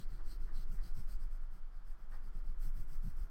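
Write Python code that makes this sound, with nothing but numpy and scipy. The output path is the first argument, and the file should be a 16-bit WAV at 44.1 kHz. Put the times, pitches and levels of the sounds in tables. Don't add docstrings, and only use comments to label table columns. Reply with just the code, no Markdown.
import sys
import numpy as np
from scipy import signal
from scipy.fft import rfft, irfft
from scipy.io import wavfile
from scipy.ndimage import uniform_filter1d

SR = 44100
rng = np.random.default_rng(int(sys.argv[2]) if len(sys.argv) > 2 else 0)


def wav_record(signal):
    frames = np.transpose(np.atleast_2d(signal))
    bounded = np.clip(frames, -1, 1)
    quanta = np.round(bounded * 32767).astype(np.int16)
    wavfile.write(sys.argv[1], SR, quanta)


N = 145530
TIME_S = np.arange(N) / SR

# [start t/s, fastest point/share of stroke, hiss level/dB, rasp over hiss/dB, desk level/dB]
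STROKES = [(-.06, 0.27, -65.5, 5.5, -47), (0.067, 0.48, -76.3, 2.5, -54.5), (0.214, 0.6, -69, 3.5, -60),
           (0.38, 0.47, -76.5, -0.5, -57.5), (0.512, 0.52, -69.5, 4, -58.5),
           (0.661, 0.54, -71.5, -3.5, -51.5), (.8, 0.53, -68, 2.5, -60), (0.926, 0.47, -69, -3, -52),
           (1.058, 0.49, -69, 0, -58), (1.18, 0.45, -74.5, -0.5, -59), (1.29, 0.48, -77.5, -2.5, -66.5),
           (1.396, 0.35, -84.5, -2, -72), (1.496, 0.53, -77, -3.5, -60.5), (1.611, 0.67, -92.5, -7, -91),
           (1.706, .43, -85, -1, -72), (1.842, 0.4, -78.5, -2, -65.5), (1.97, 0.41, -84, -4, -63),
           (2.085, 0.48, -76.5, -2, -59.5), (2.2, 0.51, -80, -2.5, -56), (2.317, 0.51, -77, -1, -59),
           (2.426, 0.4, -79.5, -1.5, -60), (2.568, 0.58, -68, -5.5, -53.5), (2.723, 0.53, -71, -4.5, -51.5),
           (2.859, 0.52, -70.5, -4, -57), (3.005, 0.44, -71, -4, -49), (3.148, 0.42, -73.5, -4, -57)]
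# [f/Hz, level/dB]
HISS_SPECTRUM = [(600, -17), (2000, -0.5), (2700, -4.5), (3300, -2.5), (3700, -10.5), (4300, -2.5),
                 (5700, -3), (6350, -0.5), (6900, -7.5), (7900, 2), (8700, 3), (9650, -7), (10500, -5),
                 (11500, -2.5), (12700, -2.5), (14200, -1), (15700, -4), (16400, -2)]
# [f/Hz, level/dB]
FIZZ_SPECTRUM = [(8500, -51), (9900, -15.5), (10800, 0.5), (12800, -1), (14200, 4), (16400, -8)]
# [f/Hz, level/dB]
STICK_SPECTRUM = [(2500, -1), (3200, 2), (3700, -8.5), (4050, 1), (5400, 1), (6100, -1.5)]
# [f/Hz, level/dB]
SHEET_SPECTRUM = [(100, -13), (330, -8.5), (560, -3), (800, -1.5), (1000, -5.5), (1350, 4), (1650, -5),
                  (2050, -7.5), (2600, -15.5), (5000, -34.5)]
# [f/Hz, level/dB]
DESK_SPECTRUM = [(25, -5.5), (60, -8), (82, 6), (100, 1.5), (118, 2.5), (145, -2.5), (185, 0.5),
                 (230, -14.5), (320, -17), (500, -28), (1200, -53)]
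# [start t/s, pitch f/Hz, envelope peak level/dB]
KNOCKS = [(.694, 90, -50), (0.735, 167, -51), (.750, 130, -55), (.837, 84, -46.5), (.983, 105, -43),
          (2.662, 134, -52), (3.045, 90, -39), (3.075, 136, -39)]
# [start t/s, rise t/s, decay t/s, peak level/dB]
SCUFFS = [(.182, 0.026, 0.017, -62), (.473, 0.016, 0.035, -65.5), (.773, 0.021, 0.032, -65),
          (2.116, 0.0046, 0.012, -61.5), (2.13, 0.013, 0.038, -62.5)]
# [f/Hz, level/dB]
SCUFF_SPECTRUM = [(200, -8), (550, -1.5), (760, 0), (930, 0.5), (1200, 5), (1400, -1.5), (1560, 2.5),
                  (1690, -1), (1850, 2), (2150, -11.5), (3200, -18.5), (5200, -21), (9000, -34)]
# [t/s, level/dB]
DRAG_LEVEL = [(0, -70), (.5, -70), (1.05, -73), (1.5, -84), (1.9, -82.5), (2.3, -74), (3.3, -75.5)]
# [f/Hz, level/dB]
DRAG_SPECTRUM = [(60, -19.5), (190, -4.5), (235, -0.5), (295, 4), (420, -1), (560, -14), (2000, -16.5),
                 (3500, -33.5)]
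# [t/s, level/dB]
SWAY_LEVEL = [(0, -37), (.6, -33.5), (1.15, -34), (1.7, -41), (2.3, -38), (2.6, -33), (3.3, -35)]
# [f/Hz, level/dB]
SWAY_SPECTRUM = [(5, -23.5), (11, -5), (22, -3), (26, -4), (32, -19), (48, -26), (60, -35.5), (100, -66),
                 (300, -110)]
# [f/Hz, level/dB]
AIR_SPECTRUM = [(30, 8), (70, 10.5), (125, 9.5), (168, 10), (205, -1.5), (330, -1), (520, -2), (900, -0.5),
                (1300, 1.5), (1600, -1.5), (2000, -10), (2700, -15.5), (3300, -13.5), (3800, -18.5),
                (4600, -15), (6500, -24), (16000, -30.5)]

LAST_END_S = 3.29
TURN_SPEED = .1
HISS_SHAPE, RASP_SHAPE, SHEET_SHAPE, DESK_SHAPE = 1.25, 1.4, 0.44, 2.05
GRAINS_PER_S = 9000
GRAIN_SPREAD_DB = 1.5
PATCH_DB = 2
GRIP_HZ, GRIP_DB = 66, 1.08
HISS_TRIM_DB, RASP_TRIM_DB, DESK_TRIM_DB = 0.5, -3.5, -1.5
FIZZ_TRIM_DB, FIZZ_PER_RASP_DB = -11.5, -1.54
RASP_HZ, RASP_WIDTH_HZ = 4530, 2060
RASP_SAG_HZ_PER_DB = 97
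RASP_SLOW_RISE_HZ = 590
CATCH_HZ, CATCH_DB, CATCH_DROP_HZ = 30.2, 0.66, 128
SHEET_DB, SHEET_FOLLOW = -74, 0.33
KNOCK_RISE_S = 0.0047
AIR_DB = -69
ROOM_T60_S, ROOM_DB = 0.13, -13
EDGE_HZ = 16450


def amp(db):
    return 10 ** (np.asarray(db) / 20)


def unit(x):
    return x / np.sqrt(np.mean(x ** 2) + 1e-20)


def level(points):
    return amp(np.interp(TIME_S, *np.transpose(points)))


def colour(x, points):
    hz, db = np.transpose(points)
    f = np.fft.rfftfreq(N, 1 / SR)
    gain_db = np.interp(np.log(f + 1), np.log(hz), db)
    return unit(irfft(rfft(x) * amp(gain_db), N))


def noise(points):
    return colour(rng.standard_normal(N), points)


def wander(hz):
    f = np.fft.rfftfreq(N, 1 / SR)
    return unit(irfft(rfft(rng.standard_normal(N)) * np.exp(-(f / hz) ** 2), N))


def resonate(x, hz, width_hz):
    turn = np.exp(2j * np.pi * np.cumsum(hz) / SR)
    r = np.exp(-np.pi * width_hz / SR)
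    return 2 * (turn * signal.lfilter([1 - r], [1, -r], x / turn)).real


def motion():
    start, fastest, *levels = np.transpose(STROKES)
    k = np.maximum(np.searchsorted(start, TIME_S, "right") - 1, 0)
    duration = np.diff(np.append(start, LAST_END_S))
    along = np.clip((TIME_S - start[k]) / duration[k], 0, 1)
    warp = np.log(.5) / np.log(np.clip(fastest[k], .1, .9))
    arch = abs(np.sin(np.pi * along ** warp))
    speed = TURN_SPEED + (1 - TURN_SPEED) * arch
    return [speed] + [uniform_filter1d(db[k], size=600) for db in levels]


def tooth(speed):
    share = np.clip(GRAINS_PER_S * speed / SR, 1e-3, 1)
    size = amp(GRAIN_SPREAD_DB * np.minimum(rng.exponential(1, N), 4))
    sign = rng.choice([-1, 1], N)
    slips = size * sign * (rng.random(N) < share)
    return unit(slips / np.sqrt(share))


def patchy(x, db):
    z = signal.stft(x, nperseg=512)[2]
    field = rng.standard_normal(z.shape)
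    for _ in range(2):
        field = uniform_filter1d(field, size=5, axis=0)
        field = uniform_filter1d(field, size=5, axis=1)
    return unit(signal.istft(z * amp(db * unit(field)), nperseg=512)[1][:N])


def patchy_tooth(speed):
    return patchy(tooth(speed), PATCH_DB)


def hiss(speed, hiss_db, grip_db):
    gain = amp(HISS_TRIM_DB + hiss_db + grip_db)
    return colour(patchy_tooth(speed), HISS_SPECTRUM) * gain * speed ** HISS_SHAPE


def fizz(speed, hiss_db, rasp_db, grip_db):
    gain = amp(FIZZ_TRIM_DB + hiss_db + FIZZ_PER_RASP_DB * rasp_db + grip_db)
    return colour(patchy_tooth(speed), FIZZ_SPECTRUM) * gain * speed ** HISS_SHAPE


def rasp(speed, hiss_db, rasp_db, grip_db):
    catch = wander(CATCH_HZ)
    ring_hz = RASP_HZ - RASP_SAG_HZ_PER_DB * rasp_db - CATCH_DROP_HZ * catch
    ring_hz = ring_hz + RASP_SLOW_RISE_HZ * (1 - speed)
    ring = patchy_tooth(speed)
    for _ in range(3):
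        ring = resonate(ring, ring_hz, RASP_WIDTH_HZ)
    gain = amp(RASP_TRIM_DB + hiss_db + rasp_db + grip_db + CATCH_DB * catch)
    return colour(ring, STICK_SPECTRUM) * gain * speed ** RASP_SHAPE


def sheet(speed, hiss_db, grip_db):
    gain = amp(SHEET_DB + SHEET_FOLLOW * (hiss_db - hiss_db.mean()) + grip_db)
    return colour(tooth(speed), SHEET_SPECTRUM) * gain * speed ** SHEET_SHAPE


def desk(speed, desk_db):
    return noise(DESK_SPECTRUM) * amp(DESK_TRIM_DB + desk_db) * speed ** DESK_SHAPE


def pastel():
    speed, hiss_db, rasp_db, desk_db = motion()
    grip_db = GRIP_DB * wander(GRIP_HZ)
    out = hiss(speed, hiss_db, grip_db) + fizz(speed, hiss_db, rasp_db, grip_db)
    out += rasp(speed, hiss_db, rasp_db, grip_db)
    return out + sheet(speed, hiss_db, grip_db) + desk(speed, desk_db)


def knocks():
    out = np.zeros(N)
    for start_s, hz, db in KNOCKS:
        t = np.maximum(TIME_S - start_s, 0)
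        swing = t / KNOCK_RISE_S * np.exp(1 - t / KNOCK_RISE_S)
        out -= amp(db) * swing ** 2 * np.sin(2 * np.pi * hz * t)
    return out


def scuffs():
    swell = np.zeros(N)
    for start_s, rise_s, decay_s, db in SCUFFS:
        t = TIME_S - start_s
        rise = np.clip(t / rise_s, 0, 1)
        decay = np.exp(-np.maximum(t - rise_s, 0) / decay_s)
        swell += amp(db) * rise * decay
    return colour(patchy(rng.standard_normal(N), PATCH_DB), SCUFF_SPECTRUM) * swell


def drag():
    return noise(DRAG_SPECTRUM) * level(DRAG_LEVEL)


def stand():
    sway = noise(SWAY_SPECTRUM)
    power = abs(signal.hilbert(sway)) ** 2
    power = uniform_filter1d(uniform_filter1d(power, size=6000), size=4000)
    to_end_s = np.minimum(TIME_S, TIME_S[::-1])
    ease = .12 + .88 * np.sin(np.pi / 2 * np.minimum(to_end_s / .05, 1)) ** 2
    return sway / np.sqrt(power / 2) * level(SWAY_LEVEL) * ease


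def air():
    return amp(AIR_DB) * noise(AIR_SPECTRUM)


def room(x):
    t = TIME_S[:SR // 2]
    tail = rng.standard_normal(len(t)) * amp(-60 * t / ROOM_T60_S) * (t > .004)
    return amp(ROOM_DB) * signal.fftconvolve(x, tail / np.linalg.norm(tail))[:N]


def scene():
    drawing = pastel() + knocks() + scuffs() + drag()
    return (drawing + room(drawing) + stand() + air())[None]


def record(dry):
    taps = signal.firwin(511, EDGE_HZ, window=("kaiser", 9), fs=SR)
    return signal.oaconvolve(dry, taps[None], "same")


dry = scene()
out = record(dry)
wav_record(out)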